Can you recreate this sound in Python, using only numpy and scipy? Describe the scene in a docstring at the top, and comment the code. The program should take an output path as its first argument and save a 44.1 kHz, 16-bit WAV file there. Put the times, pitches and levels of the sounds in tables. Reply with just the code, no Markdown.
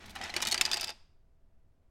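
"""A quiet room with a faint hum, one microphone close to a studded toy brick tray.
Three hard plastic dice rub together, tumble down the tray, hit the rails at its end and rattle to rest
in the slot between them. Each blow is a short dense clack with a local ring; die on die gives a tick.
Small rolling contacts fill the gaps, the whole tray rings low, and the room answers."""
import sys
import numpy as np
from scipy import signal
from scipy.fft import rfft, irfft, next_fast_len
from scipy.io import wavfile

SR = 44100
rng = np.random.default_rng(int(sys.argv[2]) if len(sys.argv) > 2 else 0)


def wav_record(signal):
    """Record a signal, one row per channel, as 16-bit PCM in the file named by sys.argv[1]."""
    frames = np.transpose(np.atleast_2d(signal))
    bounded = np.clip(frames, -1, 1)
    # unit amplitude maps onto the largest positive 16-bit level
    quanta = np.round(bounded * 32767).astype(np.int16)
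    wavfile.write(sys.argv[1], SR, quanta)


N = 83790
T = np.arange(SR // 6) / SR  # seconds within one blow

# Modes of the tray's mouth and of its studded plate. Each row: pitch in Hz, level in dB, T60 in seconds.
MOUTH_MODES = [(783, -1, 0.04), (1950, 1.5, 0.032), (2570, -8, 0.055), (3190, -9, .04), (3730, -5.5, 0.059)]
PLATE_MODES = [(1720, -8, 0.034), (1947, -3.5, .03), (2397, 0, 0.046), (2955, 3.5, 0.038),
               (3825, -1, 0.041), (5320, -4.5, 0.04), (6400, -4.5, .03), (8650, -7.5, 0.03)]
MOUTH_DB, PLATE_DB = -4, -6.5  # weight of these modes within a clack


def amp(db):
    """Decibels to amplitude."""
    return 10 ** (np.asarray(db) / 20)


def norm(x):
    """Scale to unit energy."""
    return x / np.sqrt(np.sum(x ** 2) + 1e-20)


def along(points, hz):
    """Interpolate (Hz, value) points on a log frequency axis."""
    freqs, values = np.transpose(points)
    return np.interp(np.log(hz + 1), np.log(freqs + 1), values)


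def filtered(x, gain):
    """Apply a gain that depends on frequency."""
    size = next_fast_len(len(x) + 2048)
    return irfft(rfft(x, size) * gain(np.fft.rfftfreq(size, 1 / SR)), size)[:len(x)]


def lean(hz, tilt):
    """Treble slope in dB, at tilt dB per octave: a harder contact is brighter."""
    return tilt * np.log2(np.maximum(hz, 1500) / 4000)


def noise(colour, size, tilt=0):
    """Coloured noise of rms 1."""
    coloured = filtered(rng.standard_normal(size), lambda hz: amp(along(colour, hz) + lean(hz, tilt)))
    return norm(coloured) * np.sqrt(size)


def fade(t60, rise_s=0.0001):
    """Quick attack, exponential decay."""
    return np.exp(-np.log(1000) * T / t60) * (1 - np.exp(-T / rise_s))


def add(out, s, x):
    """Mix x in at s seconds."""
    part = out[max(0, round(s * SR)):][:len(x)]
    part += x[:len(part)]


def room_tone():
    """Low room noise and a faint appliance hum."""
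    # Spectrum of the still room. Each row: frequency in Hz, relative density in dB.
    air_colour = [(20, 1), (35, -10.5), (62, -10.5), (110, -17), (170, -25), (600, -33.5), (1100, -40.5),
                  (3000, -51.5), (16000, -63)]
    # The appliance's tone. Each row: pitch in Hz, rms level in dB.
    hum_tones = [(662.1, -90)]
    t = np.arange(N) / SR
    hum = sum(amp(db) * np.sqrt(2) * np.sin(2 * np.pi * (hz * t + rng.random())) for hz, db in hum_tones)
    return amp(-60.5) * noise(air_colour, N) + hum


def room_answer(x):
    """Near surfaces answer first; then the energy in each band scatters into a dying diffuse tail."""
    # Reverberation time. Each row: frequency in Hz, T60 in seconds.
    room_t60 = [(200, 0.3), (1000, 0.61), (5200, 0.49), (10000, 0.41), (15000, .27)]
    hz, t, spectrum = signal.stft(x, SR, nperseg=192)
    decay = amp(-60 * t / along(room_t60, hz)[:, None]) ** 2
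    decay /= decay.sum(1, keepdims=True)
    energy = np.abs(signal.fftconvolve(np.abs(spectrum) ** 2, decay, axes=1))[:, :len(t)]
    scatter = signal.stft(rng.standard_normal(N), SR, nperseg=192)[2]
    wall_gain = amp(-19 + lean(hz, tilt=-1))[:, None]  # hard walls keep most of the treble
    tail = signal.istft(wall_gain * np.sqrt(energy) * scatter / scatter.std(), SR, nperseg=192)[1][:N]
    near_surfaces = norm(rng.standard_normal(len(T)) * fade(t60=0.024))
    add(tail, 0.004, amp(-17) * signal.fftconvolve(x, near_surfaces))
    return tail


def rumble():
    """The tray shudders on the floor while the dice move."""
    # Course of the shudder. Each row: time in seconds, level in dB.
    levels = [(0, -55), (.45, -54.5), (.9, -61.5), (1.02, -81)]
    # Its dull spectrum. Each row: frequency in Hz, relative density in dB.
    colour = [(20, -9), (75, 1), (130, -11), (220, -4.5), (450, -19), (1500, -29.5), (16000, -46.5)]
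    return amp(np.interp(np.arange(N) / SR, *np.transpose(levels))) * noise(colour, N)


def scuffs():
    """The dice rub together before they drop: short soft swells of noise."""
    # The rubs. Each row: start in seconds, level in dB.
    rubs = [(0.057, -52), (0.093, -53), (0.104, -51), (0.153, -46)]
    # Spectrum of a rub. Each row: frequency in Hz, relative density in dB.
    colour = [(500, -25), (2000, -3), (3500, 9), (7000, -1.5), (11000, -3.5), (16000, -10)]
    out, rise_s = np.zeros(N), 0.0037
    swell = T / rise_s * np.exp(1 - T / rise_s)
    for s, db in rubs:
        add(out, s, amp(db) * swell * noise(colour, len(T)))
    return out


def thuds():
    """A panel flexes under the weight of a landing die."""
    # Heavy landings. Each row: start in seconds, pitch in Hz, peak in dB.
    landings = [(.161, 777, -38.5), (.207, 747, -37.5), (.363, 352, -37), (.475, 230, -40.5),
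                (.525, 376, -39.5), (.715, 677, -42), (.742, 373, -49), (.771, 710, -39.5)]
    out = np.zeros(N)
    for s, hz, db in landings:
        add(out, s, amp(db) * fade(t60=0.088) * np.sin(2 * np.pi * hz * T))
    return out


def ring(modes, tilt=0, detune=0):
    """Damped modes, excited a little differently by each blow."""
    out = np.zeros(len(T))
    for hz, db, t60 in modes:
        strength = amp(db + lean(hz, tilt) + rng.normal(0, 2.8))
        pitch = hz * (1 + detune * rng.normal())
        out += strength * fade(t60) * np.sin(2 * np.pi * (pitch * T + rng.random()))
    return norm(out)


def clack(modes, modes_db, tilt, tray_db):
    """One contact: a crowd of short plastic modes, the struck part's own modes and the tray's low ring."""
    # Spectrum of struck plastic. Each row: frequency in Hz, relative density in dB.
    colour = [(100, -28.5), (480, -11), (1100, -7.5), (2000, -2), (4500, -3), (6500, -5), (9000, -11.5),
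              (12000, -17), (16000, -29)]
    # Low modes of the whole tray. Each row: pitch in Hz, level in dB, T60 in seconds.
    tray_modes = [(238, -16, 0.11), (358, -8.5, 0.12), (665, -2, 0.06), (731, -5, .07), (855.2, 0, 0.09),
                  (965, -2, .04)]
    spot_db = 3 * rng.standard_normal(256)  # peaks and dips that differ from spot to spot
    spot_hz = 260 * np.arange(len(spot_db))
    dense = filtered(noise(colour, len(T), tilt), lambda hz: amp(np.interp(hz, spot_hz, spot_db)))
    body = filtered(dense, lambda hz: 1 / (1 + (hz / 7046) ** 4))
    treble = dense - body  # the plastic damps this sooner
    spread_s = 0.0012  # the blow spreads through the joined bricks
    crowd = norm(body * fade(0.025, spread_s) + treble * fade(0.018, spread_s))
    part_ring = ring(modes, tilt)
    tray_ring = ring(tray_modes, detune=0.018)  # loose joints and the moving load shift the modes
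    return amp(-2) * crowd + amp(modes_db) * part_ring + amp(tray_db) * tray_ring


def rolling():
    """The dice jostle, rustle through the mouth, patter over the studs, then chatter in the slot."""
    # Course of the small contacts. Each row: time in seconds, level in dB.
    course = [(0, -51.5), (.14, -55), (.165, -43), (.198, -49.5), (.225, -40), (.28, -42), (.325, -47.5),
              (.35, -40), (0.439, -42), (.56, -41.5), (.69, -43.5), (.75, -41), (.86, -41.5), (.905, -41.5),
              (.925, -52.5)]
    # Modes of the slot between the rails. Each row: pitch in Hz, level in dB, T60 in seconds.
    slot_modes = [(2638, -8.5, 0.038), (3644, -5.5, 0.031), (4880, 0, .06), (5320, -2, 0.025)]
    contacts_per_s, scatter_db = 450, 5.5
    arrivals_s = [0.2, 0.34, 0.79]  # at the mouth, the plate and the slot
    stages = [dict(modes=MOUTH_MODES, modes_db=-10, tilt=-5, tray_db=-10),  # before the drop
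              dict(modes=MOUTH_MODES, modes_db=MOUTH_DB, tilt=-4.5, tray_db=-11),
              dict(modes=PLATE_MODES, modes_db=PLATE_DB, tilt=-4.5, tray_db=-4.5),
              dict(modes=slot_modes, modes_db=2.5, tilt=-4.5, tray_db=-4.5)]
    contacts = [[norm(clack(**stage)) for _ in range(16)] for stage in stages]
    times, levels = np.transpose(course)
    out = np.zeros(N)
    for k, (late, pick, force, side) in enumerate(rng.random((int(times[-1] * contacts_per_s), 4))):
        s = (k + late) / contacts_per_s
        choices = contacts[np.searchsorted(arrivals_s, s)]
        contact = np.sign(side - 0.5) * choices[int(pick * len(choices))]
        db = np.interp(s, times, levels) + scatter_db * (-np.log(1 - force) / 2 - 1)  # a few stand out
        add(out, s, amp(db) * np.sqrt(SR / contacts_per_s) * contact)
    return out


def ticks():
    """Dice meet each other with a dry, bright tick."""
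    # Die against die. Each row: start in seconds, peak in dB.
    collisions = [(.452, -20), (0.513, -19), (0.5439, -18.5), (0.661, -26), (0.7145, -22.5),
                  (0.7706, -34.5), (0.8101, -25), (0.8321, -31), (0.8446, -20.5), (0.8734, -32.5)]
    # Spectrum of a tick. Each row: frequency in Hz, relative density in dB.
    colour = [(500, -17.5), (2000, -5), (4500, 9), (8000, 4), (12000, -9.5), (16000, -14)]
    out = np.zeros(N)
    for s, db in collisions:
        tick = noise(colour, len(T)) * fade(t60=0.01)
        add(out, s, amp(db) * tick / np.abs(tick).max())
    return out


def blows(hits, modes, modes_db, tray_db):
    """The dice land on one part of the tray; each spot adds its own ring."""
    out, blow_s = np.zeros(N), 0.0074  # a blow carries the energy of its level held this long
    for s, db, tilt, hz, ring_db in hits:
        blow = clack(modes, modes_db, tilt, tray_db) + amp(ring_db) * ring([(hz, 0, 0.03)])
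        add(out, s, amp(db) * np.sqrt(blow_s * SR) * norm(blow))
    return out


def tumble():
    """The dice strike the tray's mouth, bounce down the studded plate and hit the rails and the slot."""
    # Blows on each part. Each row: start in seconds, level in dB, brightness in dB per octave,
    # ring of the struck spot in Hz, weight of that ring in dB.
    mouth_hits = [(0.161, -38.5, -7, 2900, -2.5), (0.2128, -38, -2.5, 3100, -3.5),
                  (0.2385, -39.5, 3.5, 5320, 1.5), (0.2555, -42, -4.5, 2000, 1),
                  (0.3005, -40.5, -0.5, 4090, 2)]
    plate_hits = [(0.3395, -35.5, -2, 2045, -8), (0.364, -27, -0.1, 4450, -7),
                  (0.378, -38.5, -4.5, 2909, -9.5), (0.4035, -37.5, -2.5, 4800, -7.5),
                  (0.4175, -38.5, 6, 4705, -10), (0.4228, -29, 2.35, 5880.0, -6),
                  (0.4275, -33.5, 0.7, 3750.0, -7.5), (0.434, -36.5, -1.5, 3500.0, -2.5),
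                  (0.4585, -34.5, -4.5, 3703, -8.5), (0.4705, -29, 4, 4440, -5.5),
                  (0.4765, -32, 0, 3740.0, -4), (0.4842, -34.5, 4.5, 4530.0, -8),
                  (0.499, -40.5, 1, 3715, -1.5), (0.518, -28, 6.5, 4405, 2.5), (0.524, -24.5, 2, 4348, 0.5),
                  (0.5442, -28, 0, 4783, -7), (0.555, -39.5, -3, 4760, -4.5),
                  (0.5775, -29.5, -0.5, 4650, 0)]
    rail_hits = [(0.6112, -20, 2.5, 2646, -6), (0.6148, -29, -1.5, 5300, 4), (0.6364, -45, -4, 4660, 5),
                 (0.6525, -25.5, 0.5, 4820, 3.5), (0.6914, -45, -2, 4670, 2.5),
                 (0.6607, -33.5, 0.5, 4060, -8), (0.678, -40, -15.5, 4700, -10),
                 (0.7143, -30.5, -0.9, 3490, -8.5), (0.719, -34, 0.5, 3570, 5.5),
                 (0.7255, -36, -0.5, 4940, 6), (0.7325, -26, -0.5, 4806, 4),
                 (0.7415, -28.5, 1.96, 4803, -1.5), (0.7605, -39, 2.3, 4870, 3),
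                 (0.7705, -34, 0, 4950, -7.5), (0.7775, -37, -1.5, 4600, 5), (0.7975, -38.5, -2, 3700, -7),
                 (0.8105, -35, 5.5, 5320, -6.5), (0.8165, -38.5, 0.5, 4690, 2),
                 (0.8408, -36, 0.5, 4926, 0.5), (0.88, -39, -0.5, 4850, 5), (0.892, -37.5, -2, 4750, -2),
                 (0.9025, -40.5, 0.4, 4870, 0)]
    # Modes of the rails. Each row: pitch in Hz, level in dB, T60 in seconds.
    rail_modes = [(1740, -9, 0.015), (2613, 3, 0.026), (3014, -1, 0.017), (3560, 5, .016), (5226, 0, .031),
                  (6330, -2.5, 0.022), (7400, -4, 0.019), (8440, -2, .018), (11620, -8.5, 0.016)]
    return (blows(mouth_hits, MOUTH_MODES, MOUTH_DB, tray_db=-22)
            + blows(plate_hits, PLATE_MODES, PLATE_DB, tray_db=-22)
            + blows(rail_hits, rail_modes, modes_db=-3.5, tray_db=-25))


def scene():
    """Dice and tray up close, the room behind them, in mono."""
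    background = room_tone() + rumble()
    dice = tumble() + scuffs() + ticks() + thuds() + rolling()
    return (background + dice + room_answer(dice))[None]


def record(dry):
    """The sound has no treble above 15.9 kHz."""
    return np.array([filtered(x, lambda hz: hz < 15900) for x in dry])


dry = scene()
out = record(dry)
wav_record(out)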